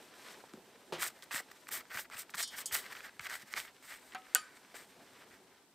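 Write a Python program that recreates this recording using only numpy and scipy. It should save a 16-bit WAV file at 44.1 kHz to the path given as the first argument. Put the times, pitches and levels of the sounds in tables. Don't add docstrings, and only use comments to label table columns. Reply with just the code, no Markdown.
import sys
import numpy as np
from scipy import signal
from scipy.fft import rfft, irfft
from scipy.io import wavfile
from scipy.ndimage import uniform_filter1d

SR = 44100
rng = np.random.default_rng(int(sys.argv[2]) if len(sys.argv) > 2 else 0)


def store_wav(level_fs):
    pcm = np.round(np.clip(np.atleast_2d(level_fs), -1, 1) * 32767)
    wavfile.write(sys.argv[1], SR, pcm.T.astype(np.int16))


def boost(x):
    u = np.asarray(x, float) / 20
    return 10 ** u


N = 253134


def level(x, db):
    return x * boost(db) / np.sqrt(np.mean(x ** 2))


def band(x, lo_hz, hi_hz):
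    return signal.sosfilt(signal.butter(2, [lo_hz, min(hi_hz, .45 * SR)], "band", fs=SR, output="sos"), x)


def colour(x, spectrum):
    hz, db = np.transpose(spectrum)
    grid = np.arange(1, 1026) * SR / 2050
    cepstrum = irfft(np.interp(np.log(grid), np.log(hz), db) * np.log(10) / 20)
    cepstrum[1:1024] *= 2
    cepstrum[1025:] = 0
    response = irfft(np.exp(rfft(cepstrum)))
    return signal.fftconvolve(x, response)[:N]


def walk(rate):
    hold = int(SR / rate)
    steps = np.repeat(rng.standard_normal(N // hold + 1), hold)
    return 0.81 * uniform_filter1d(steps, hold)[:N]


def add(out, s, sound, peak_db):
    i = int(round(s * SR))
    out[i:i + len(sound)] += boost(peak_db) * sound[:N - i] / np.abs(sound).max()


def fade(t60, length):
    t = np.arange(int(length * SR)) / SR
    return t, boost(-60 * t / t60)


def crack(lo_hz, hi_hz, t60):
    t, decay = fade(t60, .3)
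    return band((rng.standard_normal(len(t)) + 4 * (t == 0)) * decay, lo_hz, hi_hz)


def ring(modes, rough, longest_s=0.37):
    hz, db, t60 = np.transpose(modes)[:, :, None]
    t = np.arange(int(.4 * SR)) / SR
    waver = uniform_filter1d(rng.standard_normal(size=(len(hz), len(t))), size=400) * 20
    loose = 1 + rough * waver * np.minimum(t / 0.0062, 1)
    sign = (-1) ** np.arange(len(hz))[:, None]
    decay = boost(-60 * t / np.minimum(t60, longest_s))
    body = sign * boost(db) * loose * decay * np.sin(2 * np.pi * hz * t)
    return band(body.sum(axis=0), .6 * hz.min(), 17000)


def grit(share, spread_db, patchy_db, surge_db):
    chance, sign, hardness = rng.random(size=(3, N))
    clicks = (chance < share) * np.sign(sign - .5) * boost(-spread_db * np.log(hardness + 0.0019))
    return clicks * boost(patchy_db * walk(230) + surge_db * walk(45))


# frequency in Hz, density in dB per Hz.
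CHIP_HISS = [(1760, -26), (3000, -3.5), (3290, -3), (3520, -4), (3830, -3.5), (4500, -7), (4800, -6),
             (6620, -7.5), (7560, -5), (8520, -3.5), (9800, -10.5), (11600, -7), (13600, -4.5), (15300, -9),
             (16000, -26.5)]


def gritty(body, rub_db, hiss_db, spread_db, patchy_db, surge_db):
    rub = colour(grit(.16, spread_db, patchy_db, surge_db), body)
    hiss = colour(grit(.3, spread_db, 1.2, 0.54 * surge_db), CHIP_HISS)
    hiss = band(hiss, 3200, 20000)
    return boost(rub_db) * (level(rub, 0) + boost(hiss_db) * level(hiss, 0))


# frequency in Hz, density in dB per Hz.
SHOP_AIR = [(15, -65), (25, -44), (190, -8.5), (263, -4), (301, 1), (427, -23.5), (714, -24.5), (775, -30),
            (936, -8), (1160, -16), (16000, -35)]


def hush():
    air = colour(rng.standard_normal(N), SHOP_AIR) * boost(0.95 * walk(4.0))
    return level(air, -72)


# time in seconds, rustle in dB.
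SLEEVE_LEVEL = [(0.0, -59.5), (0.12, -61), (0.31, -51), (0.36, -59.5), (0.55, -66), (1.21, -65.5),
                (1.69, -62.5), (2.1, -73), (2.33, -66), (2.93, -57), (3.18, -68.5), (3.6, -68), (3.93, -64),
                (4.03, -66.5), (4.4, -65), (4.6, -64.5), (5.23, -64), (5.74, -74.5)]
# frequency in Hz, density in dB per Hz.
CLOTH = [(290, -38), (500, 1.5), (943, -25.5), (1010, 4.5), (1100, -1.5), (1590, 0.5), (3680, -6.5),
         (6000, -12), (7800, -32), (13200, -120)]
# time in seconds, rumble in dB.
LEANING = [(0.0, -55.5), (0.06, -64), (0.32, -60), (0.5, -66), (1.2, -65.5), (2.05, -70), (2.68, -63),
           (3.5, -69), (4.3, -71.5), (4.75, -67), (4.97, -63), (5.35, -65.5), (5.74, -72.5)]
# time in seconds, rumble in dB.
BENCH_JOLTS = [
    (.54, -61),
    (0.934, -48),
    (1.4, -90),
    (1.729, -58),
    (1.95, -63),
    (2.73, -65),
    (3.55, -61),
    (4.155, -67),
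    (4.355, -63),
]
# frequency in Hz, density in dB per Hz.
BENCH_RUMBLE = [(15, -57), (25, -34), (130, -11.5), (237, -4.5), (325, -5.5), (377, 0), (557, -5.5),
                (900, -4), (1170, -27), (1980, -120)]


def movement():
    t = np.arange(N) / SR
    rustle_db = np.interp(t, *np.transpose(SLEEVE_LEVEL))
    treble_db = -3.5 - 0.27 * (rustle_db + 61.5)
    shaking = boost(np.interp(t, *np.transpose(LEANING)))
    rise_db_s, fall_db_s = 800, 172.5
    for s, db in BENCH_JOLTS:
        shaking = shaking + boost(db - np.where(t < s, rise_db_s * (s - t), fall_db_s * (t - s)))
    low = colour(rng.standard_normal(N), BENCH_RUMBLE) * boost(2.1 * walk(25))
    rustle = gritty(CLOTH, rustle_db, treble_db, spread_db=0.5, patchy_db=2.0, surge_db=2.5)
    return level(low, 0.037) * shaking + band(rustle, 100, 11600)


# time in seconds, peak in dB, body pitch in Hz.
FINGER_TAPS = [(1.0198, -30, 1800), (1.0306, -23.5, 1600), (1.0644, -28.5, 2310), (1.0025, -34, 2000),
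               (1.31, -34, 1500), (3.2065, -35, 1700), (3.2566, -30, 1900), (4.136, -46, 1400),
               (4.268, -46, 1400), (1.38, -28, 1710), (1.4008, -35, 1660), (2.114, -42, 1680),
               (2.145, -43, 1960), (3.68, -43, 2460), (1.6703, -39, 1690), (1.854, -45.5, 1240),
               (2.2947, -42.5, 1530), (1.9054, -46, 1840), (1.9728, -28, 1490), (1.9754, -32, 1690),
               (1.9895, -31, 1670), (1.992, -36, 1700), (2.17, -37, 1910), (1.515, -40, 1650),
               (1.0237, -27.5, 1800), (2.3386, -34, 1900), (2.343, -29, 1450), (2.923, -34, 1500),
               (2.952, -35, 1930), (2.968, -35, 1947), (3.006, -36.5, 1880), (3.0938, -44.5, 1800),
               (3.1967, -29.5, 1450), (3.2367, -41, 2200), (3.2681, -29, 1900), (3.5382, -23, 1600),
               (3.575, -26, 1820), (3.601, -29, 2400), (4.1225, -39.5, 2200), (4.22, -50, 2500),
               (.313, -51, 1700)]
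# time in seconds, peak in dB, body pitch in Hz.
CHIP_TICKS = [(1.2242, -40, 3700), (1.231, -42.5, 2040), (1.346, -29, 1700), (1.36, -28, 1800),
              (1.7225, -33.5, 2040), (2.397, -29, 2700), (1.6896, -33.5, 1430), (4.571, -46, 2000),
              (3.766, -52, 3600), (.5365, -42, 1500), (4.766, -43, 1700), (2.1, -42, 1100),
              (1.945, -33.5, 1300), (2.348, -30.5, 1560), (3.6, -37, 2000), (2.752, -27, 1900),
              (2.7585, -27, 2300), (3.1945, -32, 1900), (3.2984, -32, 1700)]


def taps_and_ticks():
    out = np.zeros(N)
    kinds = [(FINGER_TAPS, -6.5, 0.012, 6000), (CHIP_TICKS, 0, 0.0093, 9500)]
    for hits, treble_db, t60, top_hz in kinds:
        for s, peak_db, hz in hits:
            t, decay = fade(t60, 0.028)
            burst = (rng.standard_normal(size=(2, len(t))) + 7 * (t == 0)) * decay
            body = band(band(burst[0], hz * 0.68, hz * 1.47), hz * 0.45, hz * 3.6)
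            add(out, s, body, peak_db)
            add(out, s, band(burst[1] * decay, 2900, top_hz), peak_db + treble_db)
    return out


# time in seconds, peak in dB, pitch in Hz, t60 in seconds.
BENCH_KNOCKS = [
    (0.439, -40.5, 570, 0.032),
    (0.537, -40.5, 225, 0.066),
    (0.572, -46, 275, 0.1),
    (4.742, -46, 445, 0.037),
    (1.404, -38.5, 754, 0.021),
    (3.431, -53, 188, 0.096),
]
# time in seconds, peak in dB, pitch in Hz, t60 in seconds.
FINGER_THUDS = [
    (1.339, -47, 184, 0.081),
    (1.947, -52, 130, 0.072),
    (2.718, -56, 59, 0.082),
    (3.196, -54, 95, 0.054),
    (2.345, -54.5, 140, .06),
    (2.15, -57, 130, .06),
]


def knocks():
    out = np.zeros(N)
    for s, peak_db, hz, t60 in BENCH_KNOCKS + FINGER_THUDS:
        add(out, s, crack(hz * 0.63, hz * 1.69, t60), peak_db)
    return out


# time in seconds, peak in dB.
BENCH_CREAKS = [
    (.7, -62),
    (0.749, -54.5),
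]


def creaks():
    out = np.zeros(N)
    for s, peak_db in BENCH_CREAKS:
        add(out, s, ring([(462, 0, .12)], rough=0.32), peak_db)
    return out


# time in seconds, peak in dB.
HAND_SLAPS = [
    (0.9235, -29.5),
    (0.9346, -38.5),
]
# frequency in Hz, level in dB, t60 in seconds.
PLANK_MODES = [(349, -5.5, 0.17), (432, 3.5, 0.029), (523, -4, 0.071), (868, -1, 0.041), (159.5, -15, 0.3),
               (680, -12, 0.097)]


def slaps():
    out = np.zeros(N)
    for s, peak_db in HAND_SLAPS:
        add(out, s, ring(PLANK_MODES, rough=0.31), peak_db)
        add(out, s, crack(680, 4100, t60=0.32), peak_db - 4.5)
        add(out, s, crack(280, 1150, t60=0.35), peak_db - 10)
        add(out, s, crack(4000, 15000, t60=0.23), peak_db - 21)
    return out


# landing, fastest moment and lift in seconds, rub in dB, chip hiss in dB re rub.
SINGLE_WIPES = [
    (4.742, 4.758, 4.85, -52, -2.5),
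    (5.302, 5.342, 5.385, -59.5, -9),
    (4.16, 4.33, 4.73, -63, -25),
]
# landing in seconds, length in seconds, rub in dB, chip hiss in dB re rub.
BRIEF_DABS = [(1.222, 0.025, -56, 0), (1.681, .012, -52, 1), (2.346, 0.016, -51, 3.5),
              (4.118, .028, -53, -12), (4.545, .04, -61, -0.5), (2.298, 0.015, -63, 7.5),
              (4.87, 0.06, -69, 2.5), (3.99, 0.16, -66.5, 2.5), (1.085, 0.03, -58, -1),
              (1.11, 0.13, -69, 0.5), (2.42, 0.024, -46, 3), (1.512, 0.0094, -53.5, -3.5),
              (5.16, 0.085, -63, -5), (3.12, .07, -66.5, -8), (4.255, .09, -61, -12)]
# time in seconds, rub in dB, chip hiss in dB re rub.
LONG_STROKES = [
    [(0.983, -53, -5), (1.021, -38, 0), (1.027, -41.5, 5), (1.039, -42, 1), (1.083, -47, 5.5),
     (1.092, -51, -7)],
    [(1.307, -66, -3), (1.31, -46.5, -12), (1.323, -44.5, -2), (1.357, -41.5, 1.5), (1.405, -47, -3.5),
     (1.413, -64, -1), (1.425, -65, 0)],
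    [(1.703, -77, -13), (1.711, -53, 0), (1.725, -47.5, 7), (1.753, -44, 2), (1.783, -51, 1.5),
     (1.811, -51, -12), (1.83, -70, -6)],
    [(1.897, -65, -9), (1.905, -52, -14), (1.955, -47, -3.5), (1.993, -43, -2.5), (2.009, -50.5, 4.5),
     (2.041, -63, -1), (2.057, -55.5, -14), (2.065, -71, -7)],
    [(2.103, -63, -14), (2.113, -50, -15), (2.145, -43.5, -14), (2.157, -52.5, -9.5), (2.193, -51, 8.5),
     (2.225, -54.5, 0.5), (2.239, -64, -3), (2.25, -83, 7)],
    [(2.362, -62, 6), (2.382, -42, 1), (2.402, -40.5, 2), (2.424, -53, 12.5)],
    [(2.505, -65, 1), (2.537, -48.5, -8), (2.555, -48.5, -14), (2.569, -57.5, 7), (2.587, -39.5, -5.5),
     (2.601, -50, 2), (2.617, -46, -0.5), (2.645, -79, -5)],
    [(2.71, -52, -16), (2.718, -45, -8), (2.726, -44.5, 6.5), (2.748, -37, 3), (2.826, -57, 0.5),
     (2.864, -48, -11), (2.895, -68, -6)],
]
# time in seconds, rub in dB, chip hiss in dB re rub.
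LATER_STROKES = [
    [(2.895, -63, -4), (2.929, -46, -6.5), (2.943, -66, -5), (2.953, -49, -15), (2.961, -51.5, -6.5),
     (3.023, -58.5, -6), (3.055, -49, -5), (3.1, -59, -21)],
    [(3.21, -48, -8), (3.22, -59, -1), (3.25, -49, -2), (3.258, -45.5, -8), (3.272, -44.5, -4),
     (3.28, -64, -8)],
    [(3.28, -61, -10), (3.296, -48, -7), (3.354, -43.5, -3.5), (3.388, -61, -0.5), (3.424, -50.5, -6),
     (3.44, -66, -5)],
    [(3.455, -70, -5), (3.481, -54, -8), (3.499, -60, -7), (3.511, -54, -9), (3.531, -50, 1),
     (3.533, -53, -8)],
    [(3.546, -51, -5), (3.548, -55, -5), (3.578, -38.5, -1.5), (3.632, -56.5, 3), (3.654, -50, -9),
     (3.66, -62, 1), (3.682, -50.5, -17), (3.7, -73, 1)],
    [(3.825, -64, -2), (3.833, -58, -3), (3.869, -63.5, 3.5), (3.903, -50.5, -4.5), (3.941, -49, -7.5),
     (3.975, -59.5, -3), (3.985, -63, -8), (4.0, -65, 0)],
]


def stroke_gains():
    t, rub, hiss = np.arange(N) / SR, np.zeros(N), np.full(N, 1e-9)
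    landing_s, lift_s = .005, .021
    round_top = 1.315
    dabs = [(s, s + 0.63 * length, s + length, db, rel_db) for s, length, db, rel_db in BRIEF_DABS]
    for lands, fastest, lifts, db, rel_db in SINGLE_WIPES + dabs:
        s = [lands - landing_s, lands, fastest, lifts, lifts + lift_s]
        on = (t > s[0]) & (t < s[-1])

        def arch(lands_db, lifts_db):
            drop_db = np.abs([lands_db - 25, lands_db, 0, lifts_db, lifts_db - 30])
            return boost(db - np.interp(t[on], s, drop_db ** (1 / round_top)) ** round_top)

        rub[on] = np.maximum(rub[on], arch(-7, -14.5))
        hiss[on] = np.maximum(hiss[on], boost(rel_db) * arch(-8, -12.5))
    for s, db, rel_db in map(np.transpose, LONG_STROKES + LATER_STROKES):
        edge_db = np.interp(t, [s[0] - landing_s, s[0], s[-1], s[-1] + landing_s], [-80, 0, 0, -80])
        gain = boost(np.interp(t, s, db) + edge_db - 0.15)
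        rub = np.maximum(rub, gain)
        hiss = np.maximum(hiss, gain * boost(np.interp(t, s, rel_db)))
    return rub, hiss


# frequency in Hz, density in dB per Hz.
CLOTH_ON_IRON = [(290, -53), (500, -13.5), (790, -9.5), (1050, -9), (1290, -3), (2010, -0.5), (2690, -8.5),
                 (3600, -13), (3880, -15.5), (4770, -13), (6000, -21.5), (7800, -31), (13200, -120)]
# time in seconds, jingle in dB re chip hiss, finest dust in dB.
LOOSE_CHIPS = [(1.04, -7.5, -1.5), (1.35, -6.5, -1.5), (1.75, -8.5, 3.5), (1.97, -12, 2.5),
               (2.19, -3.5, 0.5), (2.4, -10, -3), (2.59, -7, 1.5), (2.76, -9.5, 1.5), (3.0, -12, -3),
               (3.33, -12, -2.5), (3.6, -15, -3), (3.93, -5.5, -1), (4.099, -4, -6), (4.8, -9, -4.5)]
CHIP_BAND = (7220, 9070)
# low edge in Hz, high edge in Hz.
JAW_ZONES = [(900, 1500), (1500, 2300), (2300, 3600), (4000, 7200)]
# time in seconds, frequency in Hz.
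JAW_ANSWER = [(0.98, 2000), (1.03, 1750), (1.07, 2320), (1.32, 1600), (1.38, 1900), (1.73, 1900),
              (1.8, 2120), (1.92, 1650), (2.13, 1600), (2.2, 2100), (2.4, 2060), (2.53, 1540), (2.6, 1800),
              (2.76, 2020), (2.86, 1600), (3.25, 1690), (3.35, 1800), (3.62, 2200)]
ANSWER_HZ = (1350, 1600, 1900, 2250, 2640)


def wipes():
    t = np.arange(N) / SR
    rub, hiss = stroke_gains()
    chip_s, jingle_db, dust_db = np.transpose(LOOSE_CHIPS)
    jingle = band(grit(0.081, 3.9, 2.0, 0.93), *CHIP_BAND)
    jingle = level(band(jingle, *CHIP_BAND), 0)
    jingle = jingle * hiss * boost(np.interp(t, chip_s, jingle_db))
    shake = level(band(rng.standard_normal(N), 25, 140), -47.0) * rub ** 0.62
    hiss_db = 20 * np.log10(hiss / (rub + 1e-9))
    scrape = rub * gritty(CLOTH_ON_IRON, 0, hiss_db, spread_db=3.0, patchy_db=2.5, surge_db=1.5)
    scrape = scrape + sum((boost(1.65 * walk(50)) - 1) * band(scrape, *zone) for zone in JAW_ZONES)
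    answer_hz = np.interp(t, *np.transpose(JAW_ANSWER))
    answers = np.zeros(N)
    for hz in ANSWER_HZ:
        nearness = np.exp(-(np.log(answer_hz / hz) / 0.15) ** 2)
        answers += boost(-6.5) * nearness * band(scrape, hz / 1.097, hz * 1.092)
    scrape = scrape + answers
    dust = signal.sosfiltfilt(signal.butter(2, 10100, "high", fs=SR, output="sos"), scrape)
    return shake + jingle + scrape + (boost(np.interp(t, chip_s, dust_db)) - 1) * dust


# time in seconds, peak in dB.
CHIP_PINGS = [
    (2.4269, -22),
    (2.4756, -36.5),
    (2.658, -23),
]
# frequency in Hz, level in dB, t60 in seconds.
SHEET_FIRST = [(3031, -16, 5.0), (3268, -18, 5.0), (3591, -9, 0.28), (3795, -16, 0.25), (4059, -16, 0.2),
               (4296, -7, 0.2), (4619, -16, 0.22), (4947, -6, 0.12), (5297, -20, 0.4), (5593, 0, 0.13),
               (5981, -28, .5), (6191, -18, 0.3), (6498, -26, 0.78), (7025, -17, 0.27), (7494, -9, 0.1),
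               (7849, -13, 0.15), (8597, -11, 0.1), (8856, -15, 0.22), (4910, -3, .13), (8260, 3, .06),
               (6950, -3, .1), (9800, -11, .15), (12540, -10, .06), (13050, -15, .05)]
# frequency in Hz, level in dB, t60 in seconds.
SHEET_SECOND = [(4296, -15, 0.12), (4910, -9, 0.07), (6309, -22, 0.22), (6508, -13, 0.14), (6918, -9, 0.12),
                (7397, -5, 0.059), (7773, -18, 0.24), (7957, -13, 0.12), (8096, -9, 0.096),
                (8263, -10, 0.1), (8689, -3, 0.026), (9787, -7, 0.07), (10210, -21, 0.07),
                (10900, -30, 0.14), (3030, -22, .7), (3270, -23, .5), (3590, -24, .3), (5595, -20, .13)]
# frequency in Hz, level in dB, t60 in seconds.
SHEET_HIGHEST = [(11200, -2, 0.13), (11900, -3, 0.13), (12410, -4, 0.14), (13200, -4, 0.18),
                 (14030, -2, 0.12), (14670, 0, 0.1)]


def pings():
    out = np.zeros(N)
    for (s, peak_db), modes in zip(CHIP_PINGS, (SHEET_FIRST, SHEET_FIRST, SHEET_SECOND)):
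        add(out, s, ring(modes, rough=0.24, longest_s=0.88), peak_db - 3.0)
        add(out, s, crack(5200, 10000, t60=0.084), peak_db - 3.5)
    s, peak_db = CHIP_PINGS[2]
    add(out, s, ring(SHEET_HIGHEST, rough=.4), peak_db - 17)
    return out


# time in seconds, peak in dB.
STUD_TOUCHES = [
    (4.148, -34),
    (4.1533, -36),
]
# time in seconds, stud ring in dB, vice ring in dB, contact crack in dB.
STUD_CLACKS = [
    (4.349, -18.5, -31.5, -12.5),
    (4.3542, -43.5, -19.5, -36),
    (4.3621, -30.5, -30.5, -27.5),
    (4.3678, -44.5, -33, -33),
]
# frequency in Hz, level in dB, t60 in seconds.
JAW_MODES = [(754, 0, 0.0835), (1266, -4.5, 0.13), (1553, 1, 0.06), (1800, -14.5, 0.12), (2163, -14, 0.065),
             (1293, -15.5, 0.49), (754, -18, 0.43)]
# frequency in Hz, level in dB, t60 in seconds.
STUD_MODES = [(2500, -18.0, 0.087), (2740, -6.0, 0.022), (3115, -17.0, 0.13), (3390, -4.5, 0.03),
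              (3730, -36.0, 0.16), (4430, -26.5, 0.21), (5560, -31, .2), (7200, -19, 0.14),
              (7240, -22, 0.29), (7000, 0.0, 0.026), (8242, -37.0, 0.96), (7800, -16.5, 0.107),
              (9500, -34.5, 0.18), (9500, -26.0, 0.24), (10310, -26.0, 0.24), (10700, -27.5, 0.18),
              (11000, -37.5, 0.2), (7030, -7.0, 0.027), (8600, -0.5, 0.037), (4610, -18, 0.23),
              (4420, -25, 0.11), (3130, -25, .17)]
# frequency in Hz, level in dB, t60 in seconds.
VICE_MODES = [(1475, 0.5, 0.043), (1585, -14, .09), (1245, -14, .15), (1843, -4.5, .04), (793, -19, 0.062),
              (500, -20.5, .04), (2200, -14.5, .04), (2930, -10.5, .05), (1500, -25, .5),
              (1583, -26.5, .45), (2354, -33.5, .4), (1744, -31, .36), (2540, -28, .19)]
# frequency in Hz, level in dB, t60 in seconds.
THREAD_MODES = [(6870, 15, 0.02), (4400, 8, .03), (9300, -1, .06), (10600, -9, .07), (11800, -3, .05),
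                (12700, -4, .06), (13600, -7, .07)]
# frequency in Hz, level in dB, t60 in seconds.
SNAP_MODES = [(7550, 2, 0.002), (12700, 0, 0.0013), (4450, -22, .003)]


def stud():
    out = np.zeros(N)
    touch_s = STUD_TOUCHES[0][0]
    add(out, touch_s, ring(THREAD_MODES, rough=.7), -45)
    add(out, touch_s, crack(4000, 15500, t60=.012), -42)
    for s, peak_db in STUD_TOUCHES:
        add(out, s, ring(JAW_MODES, rough=0.35, longest_s=.45), peak_db)
        add(out, s, band(crack(790, 2900, t60=0.091), 769, 4500), peak_db - 2.5)
    for s, stud_db, vice_db, crack_db in STUD_CLACKS:
        add(out, s, ring(STUD_MODES, rough=0.94, longest_s=0.38), stud_db)
        add(out, s, ring(VICE_MODES, rough=.6, longest_s=.6), vice_db)
        add(out, s, crack(4800, 16000, t60=0.0064), crack_db)
    add(out, 4.3488, ring(SNAP_MODES, rough=0), -3)
    add(out, STUD_CLACKS[0][0], crack(730, 7600, t60=0.21), -30)
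    add(out, STUD_CLACKS[1][0], crack(1200, 1900, t60=0.56), -45)
    return out


def room(near):
    t, decay = fade(0.13, .3)
    tail = rng.standard_normal(len(t)) * decay
    tail = band(tail * (t > .003), 100, 6140)
    tail /= np.sqrt(np.sum(tail ** 2))
    return boost(-20.5) * signal.fftconvolve(near, tail)[:N]


# frequency in Hz, level in dB.
PORT_TILT = [(60, -3.5), (150, -0.5), (1000, -2), (2500, -2), (8000, -2), (13000, 1.5)]


def port_difference(strokes, near):
    wide = (strokes + 0.17 * near) * 1.7 * walk(110)
    return boost(-15) * colour(wide, PORT_TILT) + level(rng.standard_normal(N), -70.5)


def scene():
    air = hush()
    strokes = movement() + wipes()
    near = strokes + taps_and_ticks() + knocks() + creaks() + slaps() + pings() + stud()
    mid = near + room(near) + air
    side = port_difference(strokes, near)
    return np.array([mid + side, mid - side])


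def thin_side(dry, mask_db, scatter_db):
    mid, side = signal.stft([dry[0] + dry[1], dry[0] - dry[1]], nperseg=2048, noverlap=1536)[2] / 2
    mid_power, side_power = [uniform_filter1d(np.abs(z) ** 2, size=24, axis=0)[::24, ::2] for z in (mid, side)]
    threshold_db = mask_db + scatter_db * rng.standard_normal(mid_power.shape)
    keep = side_power > mid_power * boost(2 * threshold_db)
    keep = np.repeat(np.repeat(keep, 24, axis=0), 2, axis=1)[:len(side), :side.shape[1]]
    lost = signal.istft(side * ~keep, nperseg=2048, noverlap=1536)[1][:N]
    return dry - lost * np.array([[1], [-1]])


def low_pass(x):
    return signal.sosfilt(signal.butter(12, 16950, fs=SR, output="sos"), x)


def record(dry):
    top_cut = signal.ellip(8, .3, 45, 15650, fs=SR, output="sos")
    mix = thin_side(signal.sosfilt(top_cut, dry), mask_db=-13, scatter_db=7)
    return low_pass(mix)


dry = scene()
out = record(dry)
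store_wav(out)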